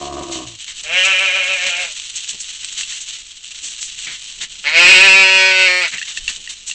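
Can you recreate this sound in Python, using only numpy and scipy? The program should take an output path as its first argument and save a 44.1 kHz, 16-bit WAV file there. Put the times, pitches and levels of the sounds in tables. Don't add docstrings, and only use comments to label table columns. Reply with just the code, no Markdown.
import sys
import numpy as np
from scipy import signal
from scipy.fft import rfft, irfft
from scipy.io import wavfile
from scipy.ndimage import uniform_filter1d

SR = 44100
rng = np.random.default_rng(int(sys.argv[2]) if len(sys.argv) > 2 else 0)


def output_pcm(signal):
    pcm = np.clip(np.atleast_2d(signal).T, -1, 1) * 32767
    wavfile.write(sys.argv[1], SR, np.round(pcm).astype(np.int16))


N = 297234
TIME = np.arange(N) / SR
BAND_LIMIT_HZ = 8300


# time_s, level_db
NEAR_EFFORT = [(4.635, -30), (4.669, -14), (4.711, -21.5), (4.773, -7.5), (4.867, -4), (5.243, -8),
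               (5.303, -10), (5.401, -8), (5.525, -11), (5.543, -12), (5.627, -9), (5.849, -17),
               (5.885, -34)]
# time_s, pitch_hz
NEAR_PITCH = [(4.635, 141), (4.675, 146.4), (4.715, 158), (4.763, 168.3), (4.863, 180.8), (4.913, 192.3),
              (4.965, 182.5), (5.027, 193.2), (5.633, 186.9), (5.693, 181.3), (5.801, 181.3),
              (5.831, 176.6), (5.871, 152), (5.885, 148)]
# frequency_hz, gain_db
NEAR_THROAT = [(100, -60), (190, -24), (378, -17), (565, -11), (760, -18.5), (945, -10.5), (1130, -17.5),
               (1320, -8.5), (1520, -8.5), (1700, -7), (2100, -1), (2850, -1.5), (3450, -12.5),
               (4300, -11.5), (5200, -24), (8200, -24.5), (9500, -57)]

def near_bleat(break_s=4.912, break_width_s=.057, hoarse_s=.028, opening_s=.035):
    times_s, effort_db = np.transpose(NEAR_EFFORT)
    t = np.arange(times_s[0], times_s[-1], 1 / SR)
    since, left = t - t[0], t[-1] - t
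    level_db = np.interp(t, times_s, effort_db)
    pitch_hz = np.interp(t, *np.transpose(NEAR_PITCH))
    voice_break = np.exp(-((t - break_s) / break_width_s) ** 2)
    rough = .05 + .22 * voice_break + .25 * np.exp(-since / hoarse_s) + .2 * np.exp(-left / hoarse_s)
    mouth_hz = 2650 + 25 * (level_db - effort_db.max()) - 900 * np.exp(-since / opening_s)
    depth = .5 * np.clip((t - 5) / .05, 0, 1) * np.exp(-abs(t - 5) / .3)
    quaver = depth * quavering(t, crest_s=5.045)
    return gain_of(-1) * voice(
        t, pitch_hz, level_db, rough, mouth_hz, quaver, NEAR_THROAT,
        jitter=.002, rough_jitter=.045, rasp=.08, rough_rasp=.55, rasp_from_hz=1400,
        mouth_width_hz=750, mouth_db=.5, upper_db=-1.5, ring_db=-23.5, strain=2.4, brighten=.15)


# frequency_hz, gain_db
FAR_THROAT = [(180, -33.5), (380, -23), (570, -4.5), (740, -11), (950, -14.5), (1330, -7), (1700, -4.5),
              (2500, 3.5), (3100, 2), (3500, -10), (4000, -13.5), (4800, -31), (6000, -19.5), (8200, -45.5),
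              (9500, -62.5)]

def far_bleat(start_s=.835, end_s=1.92):
    t = np.arange(start_s, end_s, 1 / SR)
    progress = np.linspace(0, 1, len(t))
    pitch_hz = pitch_arch(t, start_hz=145.1, top_hz=189.36, end_hz=141.5,
                          rise_s=.21, sag_hz=21.04, fall_s=.054)
    level_db = call_level(t, top_db=-13.5, attack_s=.13, fade_db=-14, release_s=.074, ends_db=-23.5)
    quaver = np.minimum(progress / .41, 1) * quavering(t, crest_s=1.087)
    rough = .04 + .33 * progress ** 1.3
    mouth_hz = 2680 - 230 * progress
    return voice(
        t, pitch_hz, level_db, rough, mouth_hz, quaver, FAR_THROAT,
        jitter=.003, rough_jitter=.04, rasp=.13, rough_rasp=1.5, rasp_from_hz=910,
        mouth_width_hz=1900, mouth_db=-1.5, upper_db=10.5, ring_db=6.5, strain=.12, brighten=.3)


# frequency_hz, gain_db
NOSE_SPECTRUM = [(40, -24), (70, -6.5), (135, -8), (210, -11.5), (340, 2.5), (430, -12), (610, -6.5),
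                 (720, -0.5), (850, -26), (960, -8), (1100, -2.5), (1190, -8), (1330, -21.5), (3000, -31)]
# time_s, resonance_hz
NOSE_RESONANCE = [(.17, 727), (.24, 390), (.41, 357), (.46, 117)]

def nasal_rumble(end_s=.56, start_hz=72, sag_hz_per_s=12, drop_hz=13):
    t = np.arange(0, end_s, 1 / SR)
    progress = t / end_s
    pitch_hz = start_hz - sag_hz_per_s * t - drop_hz * np.maximum(2 * progress - 1, 0) ** 2
    level_db = call_level(t, top_db=-29.5, attack_s=0, fade_db=-6.5, release_s=.075, ends_db=-12)
    rough = .14 + .34 * np.sin(np.pi * progress) ** 2
    nose_hz = np.interp(t, *np.transpose(NOSE_RESONANCE))
    call = voice(
        t, pitch_hz, level_db, rough, nose_hz, quaver=0, throat=NOSE_SPECTRUM,
        jitter=.004, rough_jitter=.05, rasp=.2, rough_rasp=.8, rasp_from_hz=33,
        mouth_width_hz=80, mouth_db=1.5, upper_db=-34, ring_db=-60, strain=0, brighten=0)
    muffled = np.interp(TIME, [.41, .47], [0, 1])
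    return call * (1 - .75 * muffled) + 2.4 * muffled * resonate(call, hz=98, width_hz=38)


def voice(t, pitch_hz, level_db, rough, mouth_hz, quaver, throat, jitter, rough_jitter, rasp, rough_rasp,
          rasp_from_hz, mouth_width_hz, mouth_db, upper_db, ring_db, strain, brighten):
    rough = np.clip(rough, 0, 1)
    effort_db = level_db - np.median(level_db)
    pitch_hz = pitch_hz * (1 + .027 * quaver)
    level_db = level_db + quaver
    firmness, ring_gain = gain_of(2.5 * quaver), gain_of(ring_db + 7 * quaver)
    tremble = .0025 * wander(len(t), 18)
    uneven = (jitter + rough_jitter * rough) * wander(len(t), pitch_hz.mean())
    cycles = np.cumsum(pitch_hz * (1 + tremble + uneven)) / SR
    harmonics = range(1, int(BAND_LIMIT_HZ / pitch_hz.mean()) + 4)
    folds = unit_rms(sum(np.cos(2 * np.pi * k * cycles) for k in harmonics))
    puffs = (.5 + np.exp(-(cycles % 1) / .05)) * rng.standard_normal(N)[:len(t)]
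    puffs = unit_rms(signal.sosfilt(highpass(2, rasp_from_hz), puffs))
    sound = colour(firmness * (1 - rough) * folds + (rasp + rough_rasp * rough) * puffs, throat)
    mouth = resonate(resonate(sound, mouth_hz, mouth_width_hz), mouth_hz, mouth_width_hz)
    upper = resonate(sound, 2 * mouth_hz, mouth_width_hz)
    ring = resonate(sound, hz=585, width_hz=130)
    sound = sound + gain_of(mouth_db) * mouth + gain_of(upper_db) * upper + ring_gain * ring
    high, top = (signal.sosfiltfilt(highpass(3, hz), sound) for hz in (1400, 4000))
    sound = sound + (gain_of(brighten * effort_db) - 1) * high + strain * rough * (high + top)
    levelled = sound / np.sqrt(uniform_filter1d(sound ** 2, size=2048) + 1e-12)
    strength = gain_of(level_db + 4 * rough * wander(len(t), 50))
    out = np.zeros(N)
    add(out, t[0], levelled * strength * signal.windows.tukey(len(t), .015))
    return out


def pitch_arch(t, start_hz, top_hz, end_hz, rise_s, sag_hz, fall_s):
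    since, left = t - t[0], t[-1] - t
    hz = start_hz + (top_hz - start_hz) * np.sin(np.pi / 2 * np.minimum(since / rise_s, 1))
    hz = hz - sag_hz * (since / since[-1]) ** 3
    return end_hz + (hz - end_hz) * np.minimum(left / fall_s, 1)


def call_level(t, top_db, attack_s, fade_db, release_s, ends_db):
    since, left = t - t[0], t[-1] - t
    shut = np.maximum(1 - since / (attack_s + 1e-6), 0) + np.maximum(1 - left / release_s, 0)
    return top_db + fade_db * since / since[-1] + ends_db * shut


def quavering(t, crest_s, rate_hz=7):
    return np.cos(2 * np.pi * rate_hz * (t - crest_s))


# frequency_hz, gain_db
GRIT_SPECTRUM = [(150, -23.5), (500, -27), (1100, -17.5), (1600, -10.5), (2250, -4), (2950, 7), (3500, 4.5),
                 (4100, 4.5), (5000, -6), (6000, 2), (8100, 2), (9500, -81)]
# middle_s, length_s, level_db, brightness_db
HOOF_STEPS = [(.344, 0.088, -25, 3.5), (0.695, 0.062, -32.5, -8), (0.842, 0.028, -27, 5),
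              (1.058, .028, -18.5, 9), (1.673, .03, -17.5, -5), (1.832, 0.12, -25, -1),
              (2.167, .03, -23, 32), (2.297, 0.033, -21, 10), (2.411, 0.033, -24.5, 24),
              (2.636, 0.02, -29, -2), (2.731, 0.021, -26.5, 5), (2.798, 0.072, -21, 3),
              (2.928, 0.13, -26.5, 2.5), (3.018, .03, -27, 11), (3.152, 0.089, -30.5, 2.5),
              (3.668, 0.1, -26, 9), (3.833, 0.071, -24.5, 13), (4, 0.046, -28.5, 3),
              (4.08, 0.033, -25, -16), (4.127, 0.079, -29, -6), (4.428, 0.05, -21.5, -4),
              (5.946, 0.063, -25.5, -25), (6.097, 0.072, -27, -3.5), (6.3, 0.032, -22.5, -5),
              (6.505, 0.039, -26, 3), (6.688, 0.051, -23.5, 10)]

def hoof_scuffs():
    out = np.zeros(N)
    grains = grit(grains_per_s=8300, spread_db=4)
    crunch = unit_rms(colour(grains, GRIT_SPECTRUM))
    hiss = signal.sosfiltfilt(highpass(3, 5000), crunch)
    body = crunch - hiss
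    horn = unit_rms(resonate(resonate(grains, hz=2150, width_hz=1000), hz=2150, width_hz=1000))
    for middle_s, length_s, level_db, brightness_db in HOOF_STEPS:
        span = abs(TIME - middle_s) < length_s
        hollow = gain_of(-16 - brightness_db) * horn[span]
        scuff = body[span] + gain_of(brightness_db) * hiss[span] + hollow
        since = TIME[span] - (middle_s - length_s / 2)
        stroke = np.clip(since / (.3 * length_s), 0, 1) * np.exp(-abs(since / length_s) ** 3)
        out[span] += gain_of(level_db) * unit_rms(scuff) * stroke
    return out


def hoof_thuds():
    steps = sum(gain_of(level_db - .5 * brightness_db) * np.exp(-((TIME - middle_s) / .021) ** 2)
                for middle_s, _, level_db, brightness_db in HOOF_STEPS)
    light_treads = gain_of(-39.5 + 10.2 * wander(N, 11))
    low_band = signal.butter(1, [90, 300], "band", fs=SR, output="sos")
    bump = unit_rms(signal.sosfilt(low_band, rng.standard_normal(N)))
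    return gain_of(-35) * (steps + light_treads) * bump


# start_s, peak_db, hollow_db (relative)
HOOF_KNOCKS = [(2.832, -13.5, -44), (2.9226, -19.5, -14), (5.9379, -18, -14), (5.982, -11.5, -16),
               (6.0148, -12.5, -9), (6.027, -12, -14), (6.1731, -8.5, -16.5), (6.2787, -5.5, -26),
               (6.4745, -17, -12), (6.712, -12.5, -29)]

def hoof_knocks(ring_hz=2725):
    out, t = np.zeros(N), TIME[:SR // 25]
    for start_s, peak_db, hollow_db in HOOF_KNOCKS:
        noise = rng.standard_normal(len(t))
        hoof_hz = ring_hz * (1 + .025 * noise[-1])
        modes = [(hoof_hz, 0, .017), (.68 * hoof_hz, hollow_db + 11.5, .018), (4400, -7, .012)]
        ring = sum(gain_of(db - 60 * t / t60_s) * np.sin(2 * np.pi * hz * t) for hz, db, t60_s in modes)
        tick = .15 * colour(noise, GRIT_SPECTRUM) * np.exp(-t / .0069)
        blow = ring * (1 - np.exp(-t / .002)) + tick
        add(out, start_s, gain_of(peak_db) * blow / abs(blow).max())
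    return out


# start_s, peak_db
GRIT_CRACKS = [(.644, -16), (1.9984, -12.5), (2.2934, -12), (2.405, -18), (2.634, -25), (2.646, -8),
               (2.8103, -7.5), (3.445, -18), (3.828, -12.5), (4.556, -20), (6.6987, -10)]

def grit_cracks():
    out, t = np.zeros(N), TIME[:SR // 50]
    for start_s, peak_db in GRIT_CRACKS:
        snap = colour(rng.standard_normal(len(t)) * np.exp(-t / .001), GRIT_SPECTRUM)
        add(out, start_s, gain_of(peak_db) * snap / abs(snap).max())
    return out


# time_s, level_db
FLOCK_SHUFFLE = [(0, -36.5), (.8, -35), (1, -28), (2.1, -30), (3.1, -33), (3.36, -39.5), (3.6, -32.5),
                 (4.05, -32.5), (4.3, -35.5), (6.35, -30.5), (6.62, -40.5), (6.74, -32.5)]

def flock_shuffle():
    level_db = np.interp(TIME, *np.transpose(FLOCK_SHUFFLE)) + 2.6 * wander(N, 35)
    crunch = colour(grit(grains_per_s=4500, spread_db=4.5), GRIT_SPECTRUM)
    return gain_of(level_db) * unit_rms(crunch)


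def grit(grains_per_s, spread_db):
    struck = rng.random(N) < grains_per_s / SR
    polarity = np.sign(rng.standard_normal(N))
    sizes = gain_of(spread_db * np.minimum(rng.exponential(1, N), 3))
    return polarity * sizes * struck


# delay_ms, drift_ms_per_s, level_db (relative)
ECHO_PATHS = [(1.3, 0.098, -17), (7.4, -0.58, -8.5), (17, 0.34, -27)]

def walking_echoes(call, middle_s, gain_db):
    out = call.copy()
    for delay_ms, drift_ms_per_s, level_db in ECHO_PATHS:
        delay_s = (delay_ms + drift_ms_per_s * (TIME - middle_s)) / 1000
        out += gain_of(level_db + gain_db) * np.interp(TIME - delay_s, TIME, call)
    return out


def lane_scatter(sound, wet_db, t60_s):
    t = TIME[:SR // 2]
    tail = rng.standard_normal(len(t)) * gain_of(-60 * t / t60_s) * (t > .003)
    return sound + gain_of(wet_db) * signal.fftconvolve(sound, tail / np.linalg.norm(tail))[:N]


# frequency_hz, gain_db
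AIR_SPECTRUM = [(10, 0), (35, 0), (85, -10), (180, -16), (350, -21), (700, -25), (8000, -36)]

def open_air(gust_s=6.24, rise_s=.029, decay_s=.05):
    level_db = -54.5 + 1.5 * wander(N, 1.7)
    rumble = gain_of(level_db) * unit_rms(colour(rng.standard_normal(N), AIR_SPECTRUM))
    gust = np.exp(-np.maximum((gust_s - TIME) / rise_s, (TIME - gust_s) / decay_s))
    return rumble + gain_of(-35) * gust * wander(N, 61)


def gain_of(db):
    return 10 ** (np.asarray(db) / 20)


def unit_rms(x):
    return x / np.sqrt(np.mean(x ** 2) + 1e-20)


def add(mix, start_s, sound):
    part = mix[max(0, round(start_s * SR)):][:len(sound)]
    part += sound[:len(part)]


def highpass(order, hz):
    return signal.butter(order, hz, "high", fs=SR, output="sos")


def colour(x, spectrum, size=4096):
    hz, db = np.transpose(spectrum)
    bins_hz = abs(np.fft.fftfreq(size, 1 / SR))
    log_gain = np.log(gain_of(np.interp(np.log(bins_hz + 1), np.log(hz + 1), db)))
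    response = np.fft.ifft(np.exp(np.conj(signal.hilbert(log_gain)))).real
    return signal.fftconvolve(x, response[:size // 2])[:len(x)]


def resonate(x, hz, width_hz):
    carrier = np.exp(2j * np.pi * np.cumsum(hz * np.ones(len(x))) / SR)
    pole = np.exp(-np.pi * width_hz / SR)
    return 2 * (carrier * signal.lfilter([1 - pole], [1, -pole], x / carrier + 1e-18)).real


def wander(count, rate_hz):
    rolloff = np.exp(-(np.fft.rfftfreq(N, 1 / SR) / rate_hz) ** 2)
    return unit_rms(irfft(rfft(rng.standard_normal(N)) * rolloff, N))[:count]


def scene():
    hooves = hoof_scuffs() + flock_shuffle() + hoof_knocks() + grit_cracks() + hoof_thuds()
    hooves = lane_scatter(hooves, wet_db=-13, t60_s=.16)
    near = walking_echoes(near_bleat(), middle_s=5.3, gain_db=-3)
    far = walking_echoes(far_bleat(), middle_s=1.26, gain_db=-7)
    voices = lane_scatter(near, wet_db=1, t60_s=.09) + lane_scatter(far, wet_db=2, t60_s=.11)
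    voices += lane_scatter(nasal_rumble(), wet_db=-2, t60_s=.1)
    return (voices + hooves + open_air())[None]


def record(dry):
    ceiling = .9
    squashed = dry / (1 + (dry / ceiling) ** 6) ** (1 / 6)
    lowpass = signal.firwin(1023, BAND_LIMIT_HZ, window=("kaiser", 9), fs=SR)
    return signal.oaconvolve(squashed, lowpass[None], "same")


dry = scene()
out = record(dry)
output_pcm(out)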